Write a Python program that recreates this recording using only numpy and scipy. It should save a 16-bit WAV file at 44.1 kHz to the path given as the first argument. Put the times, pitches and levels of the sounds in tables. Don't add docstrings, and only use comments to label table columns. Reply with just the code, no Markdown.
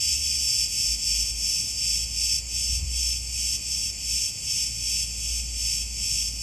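import sys
import numpy as np
from scipy import signal
from scipy.fft import rfft, irfft, next_fast_len
from scipy.io import wavfile
from scipy.ndimage import map_coordinates

SR = 44100
rng = np.random.default_rng(int(sys.argv[2]) if len(sys.argv) > 2 else 0)


def store_wav(level_fs):
    pcm = np.round(np.clip(np.atleast_2d(level_fs), -1, 1) * 32767)
    wavfile.write(sys.argv[1], SR, pcm.T.astype(np.int16))


N = 283122

# (start [s], length [s], softer overhang [s], level [dB], body ring [dB], sizzle [dB])
PAIR_CHIRPS = [(-0.096, 0.26, 0.11, -26, -5, 0.9), (0.157, 0.12, 0.09, -25.5, -0.2, -0.5),
               (0.289, 0.35, 0.02, -27.5, 0.5, 2), (0.637, 0.29, 0.025, -27.4, -0.3, 1.5),
               (0.95, 0.28, 0.075, -27.5, 0.5, 0), (1.325, 0.29, 0.098, -29, 4.2, 1.8),
               (1.728, 0.251, 0.057, -27.5, 0.8, -0.0), (2.104, 0.26, 0.023, -26.5, 0.3, -0.3),
               (2.44, 0.33, 0.022, -28.5, 0.8, -0.8), (2.86, 0.27, 0.043, -28.1, 1, -0.5),
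               (3.266, 0.29, 0.00076, -28.3, 0.4, 0.5), (3.593, 0.28, 0.027, -29.9, 3, 0.0),
               (3.984, 0.28, 0.03, -27.5, 0.7, 0), (4.394, 0.25, 0.03, -28, 0.5, -0.4),
               (4.773, 0.26, 0.0, -28.3, 1.6, 0.5), (5.116, 0.284, 0.014, -30.5, -3.5, -1.5),
               (5.513, 0.27, 0.042, -28, 0, -0.3), (5.927, 0.3, 0.06, -27.5, 0.3, -0.5),
               (6.364, 0.27, 0.01, -30.5, 5.5, 4)]


def near_cicadas():
    # (time [s], level [dB])
    lull = [(0, -38.5), (2.1, -35), (2.45, -43.1), (3.2, -36.5), (3.95, -39.5), (4.75, -34.0), (5.1, -34.5),
            (5.9, -37.5), (6.4, -38.5)]
    # (frequency [Hz], relative level [dB])
    rasp_spectrum = [(1600, -35), (2000, -20), (2300, -5.5), (2530, 0), (2780, 0.5), (2870, 0.5), (2990, 1),
                     (3130, -1), (3300, 2), (3550, -10), (4200, -19)]
    ring_spectrum = [(4100, -42), (4500, -27), (4870, -6.5), (4970, -9), (5130, -1), (5220, -1),
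                     (5330, 1.5), (5450, -6), (5570, -3), (5720, -8.5), (6400, -22.5)]
    click_spectrum = [(5600, -3), (6250, 1.5), (6600, -3), (7000, -7.5), (7550, -1), (7830, 1), (7930, -4),
                      (8030, 1.5), (8470, -9), (8590, -1.5), (8800, -15), (9130, -13.5), (9600, -18)]
    sizzle_spectrum = [(9300, -5), (10300, -1), (11200, -1), (11900, -10), (12200, -10), (13100, -24)]
    lull_db, = curves(lull)
    level_db = 20 * np.log10(np.hypot(chirp_gain(PAIR_CHIRPS), amp(lull_db)))
    mid_chirp_tone = [(start + length / 2, *tone) for start, length, _, _, *tone in PAIR_CHIRPS]
    body_db, sizzle_db = curves(mid_chirp_tone)
    effort_db = level_db - level_db.mean()
    ring_db = level_db + body_db + 0.23 * effort_db - 4
    ringing = buzz(start_hz=239.8, slowing_hz=22.954, leaves_db=-0.5)
    quick = buzz(start_hz=257.8, slowing_hz=18, leaves_db=4)
    both = ringing + quick
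    rasp = amp(level_db - 12.5) * coloured(both, rasp_spectrum)
    ring = amp(ring_db) * coloured(ringing + amp(-8.5) * quick, ring_spectrum)
    click = amp(level_db - 3.5) * coloured(both, click_spectrum)
    sizzle = amp(level_db + sizzle_db - 12.5) * coloured(both, sizzle_spectrum)
    return rasp + ring + click + sizzle


def chirp_gain(chirps, swell_s=0.15, swell_db=19, grow_db_per_s=2.5, overhang_db=-3.5, fall_20db_s=0.043):
    start_s, length_s, overhang_s, level_db = np.transpose(chirps)[:4, :, None]
    age_s = np.arange(N) / SR - start_s
    attack_db = -swell_db * np.maximum(1 - age_s / swell_s, 0) ** 2
    growth_db = grow_db_per_s * np.minimum(age_s - length_s, 0)
    stop_db = lambda after_s: -20 * np.maximum(age_s - after_s, 0) / fall_20db_s
    fall_db = np.maximum(stop_db(length_s), overhang_db + stop_db(length_s + overhang_s))
    flutter_db = 0.32 * wobble(16)
    return amp(np.max(level_db + attack_db + growth_db + fall_db, axis=0) + flutter_db)


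def buzz(start_hz, slowing_hz, leaves_db, sweep_s=0.001603, sweep_hz=8000):
    starts_s = [row[0] for row in PAIR_CHIRPS]
    progress = np.interp(np.arange(N) / SR, starts_s, np.arange(len(starts_s))) % 1
    rate_hz = start_hz - slowing_hz * progress + 1.5 * wobble(12)
    clicks = tymbals(rate_hz, jitter_s=0.00008, scatter_db=0.4, weaker_db=-5.5)
    scattered = grove(clicks, leaves_db, leaves_t60_s=0.021, trunks_db=-6.5, trunks_t60_s=0.07)
    return filtered(scattered, lambda hz: np.exp(-1j * np.pi * sweep_s * hz ** 2 / sweep_hz))


def tymbals(rate_hz, jitter_s, scatter_db, weaker_db):
    buckle_count = np.floor(2 * np.cumsum(rate_hz) / SR)
    buckles_s = np.flatnonzero(np.diff(buckle_count)) / SR
    time_spread, size_spread = rng.standard_normal((len(buckles_s), 2)).T
    size_db = weaker_db * (np.arange(len(buckles_s)) % 2) + scatter_db * size_spread
    at = np.round((buckles_s + jitter_s * time_spread) * SR).astype(int)
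    return unit(np.bincount(np.clip(at, 0, N), amp(size_db), N + 1)[:N])


def grove(clicks, leaves_db, leaves_t60_s, trunks_db, trunks_t60_s):
    t = np.arange(SR // 4) / SR
    energy = signal.fftconvolve(clicks ** 2, amp(-60 * t / leaves_t60_s) ** 2)[:N]
    leaves = unit(np.sqrt(np.abs(energy)) * noise())
    near = unit(clicks + amp(leaves_db) * leaves[0])
    trunk_response = rng.standard_normal(len(t)) * amp(-60 * t / trunks_t60_s)
    echoes = unit(signal.fftconvolve(near, trunk_response)[:N])
    return np.array([unit(near + amp(trunks_db) * echoes), leaves[1]])


def neighbour_cicada(murmur_db=-43):
    # (start [s], length [s], softer overhang [s], level [dB])
    chirps = [(-.1, 0.23, 0.002, -27), (.15, 0.27, 0, -30), (.39, .27, 0, -27.5), (.68, .26, .01, -28.5),
              (.95, 0.23, 0.066, -29.5), (1.32, 0.28, 0.097, -37), (1.68, 0.265, .1, -30.5),
              (2.07, .29, 0.023, -29.5)]
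    # (frequency [Hz], relative level [dB])
    spectrum = [(1900, -39), (2500, -16.5), (3100, -16.5), (3900, -41), (4500, -18), (4850, 0.5), (5100, 4),
                (5350, -4.5), (5580, -0.5), (6100, -23), (6900, -12), (7300, -4.5), (8400, -26),
                (9500, -36)]
    gain = np.hypot(chirp_gain(chirps), amp(murmur_db))
    clicks = buzz(start_hz=249.7, slowing_hz=24.02, leaves_db=5)
    return amp(-0.5) * gain * coloured(clicks, spectrum)


def far_cicadas():
    # (frequency [Hz], relative level [dB])
    spectrum = [(1500, -32), (2000, -13), (2450, 0.5), (3100, -7), (3850, -29), (4600, 4.5), (5300, -2),
                (6000, -6), (7400, 6.5), (9000, -16), (11200, -8), (13000, -32)]
    return amp(-40.5 + 1.3 * wobble(6)) * coloured(noise(), spectrum)


def far_engine():
    # (time [s], firing rate [Hz], level [dB])
    drone = [(0.0, 72.5, -47), (0.09, 70.1, -40), (0.43, 66.0, -39), (0.52, 62.6, -53), (0.59, 60.2, -41),
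             (0.73, 54.9, -56), (0.82, 56.8, -50), (0.89, 55.1, -34), (1.03, 54.5, -41), (1.2, 54, -32),
             (1.29, 53.86, -40.5), (1.38, 54.6, -33.5), (1.59, 55.4, -51), (1.97, 57.5, -37),
             (2.63, 59.7, -41), (2.73, 59.56, -28), (3.68, 60.54, -44), (3.88, 59, -40.5), (3.95, 59, -48),
             (4.15, 57.9, -37), (4.36, 57.7, -55.5), (4.76, 58.4, -38), (5.24, 57.4, -38),
             (5.31, 58.0, -32.5), (5.9, 56.9, -38.5), (6.42, 56.1, -38.5)]
    firing_hz, level_db = curves(drone)
    phase = 2 * np.pi * np.cumsum(firing_hz + 0.15 * wobble(14)) / SR
    firing = amp(level_db - 0.2) * np.sin(phase)
    octave = amp(-61.5 + 3.1 * wobble(5)) * np.sin(2 * phase)
    return np.sqrt(2) * (firing + octave)


def bumps(ring_hz=72.66, t60_s=0.1, attack_s=0.0018):
    # (time [s], level [dB])
    hits = [(2.728, -21), (2.778, -26), (2.793, -24), (2.829, -20), (2.843, -25), (3.5, -33), (5.245, -32),
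            (5.285, -33)]
    start_s, level_db = np.transpose(hits)
    age_s = np.maximum(np.arange(N) / SR - start_s[:, None], 0)
    envelope = amp(-60 * age_s / t60_s) * (1 - np.exp(-age_s / attack_s))
    return amp(level_db) @ (envelope * np.sin(2 * np.pi * ring_hz * age_s))


def air():
    # (frequency [Hz], relative level [dB])
    wash_spectrum = [(80, -1), (115, -0.5), (150, -7), (205, -8), (310, -18), (600, -20.5), (900, -23.5),
                     (1300, -28), (1800, -34)]
    rumble_spectrum = [(20, -29), (30, -14), (48, 0), (60, 5), (80, -0.5), (100, -10), (160, -33)]
    wash = amp(-48.5 + 0.28 * wobble(4.06)) * coloured(noise(), wash_spectrum)
    rumble = amp(-48 + 1.7 * wobble(1.702)) * coloured(noise(), rumble_spectrum)
    return wash + rumble


def stereo(pair):
    # (frequency [Hz], coherence [0..1])
    coherence = [(60, 0.82), (250, 0.89), (500, 0.44), (1000, 0.55), (1500, 0.062), (1850, 1), (3200, 0.98),
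                 (3600, 0.83), (4400, 0.85), (5100, 1), (8600, 0.95), (9300, 1), (12200, 1), (13000, 0.1)]
    # (frequency [Hz], phase [rad])
    lead = [(400, 0), (900, 1.6), (1300, 1.4), (1800, 0), (3200, .65), (4000, .1), (4700, .6), (5500, .45),
            (6200, 0), (7500, 0), (7850, .55), (8850, 0), (9200, -1.4), (10250, -np.pi), (11200, -4.9),
            (11800, -2 * np.pi)]
    mix_rad = lambda hz: np.arccos(np.clip(along(coherence, hz), -1, 1)) / 2
    mid, side = filtered(pair, lambda hz: np.array([np.cos(mix_rad(hz)), np.sin(mix_rad(hz))]))
    left_right = np.array([mid + side, mid - side])
    return filtered(left_right, lambda hz: np.exp(0.5j * along(lead, hz) * np.array([[1], [-1]])))


def amp(db):
    return 10 ** (np.asarray(db) / 20)


def unit(x):
    return x / np.sqrt(np.mean(x ** 2) + 1e-20)


def along(points, hz):
    knots_hz, values = np.transpose(points)
    return np.interp(np.log(hz + 1), np.log(knots_hz + 1), values)


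def curves(rows):
    times_s, *columns = np.transpose(rows)
    return [np.interp(np.arange(N) / SR, times_s, column) for column in columns]


def wobble(knots_per_s):
    knots = rng.standard_normal(int(N * knots_per_s / SR) + 4)
    return map_coordinates(knots, [np.arange(N) * knots_per_s / SR])


def noise():
    return rng.standard_normal((2, N))


def filtered(x, response):
    size = next_fast_len(N + SR // 2)
    return irfft(rfft(x, size) * response(np.fft.rfftfreq(size, 1 / SR)), size)[..., :N]


def coloured(x, spectrum):
    low_hz, high_hz = spectrum[0][0], spectrum[-1][0]
    skirts = lambda hz: 1 / np.sqrt((1 + (low_hz / (hz + 1)) ** 16) * (1 + (hz / high_hz) ** 16))
    return unit(filtered(x, lambda hz: amp(along(spectrum, hz)) * skirts(hz)))


def scene():
    cicadas = near_cicadas() + neighbour_cicada() + far_cicadas()
    return stereo(cicadas + air()) + far_engine() + bumps()


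def record(dry, bass_hz=32, top_hz=13150):
    return filtered(dry, lambda hz: (hz < top_hz) / np.sqrt(1 + (bass_hz / (hz + 1)) ** 4))


dry = scene()
out = record(dry)
store_wav(out)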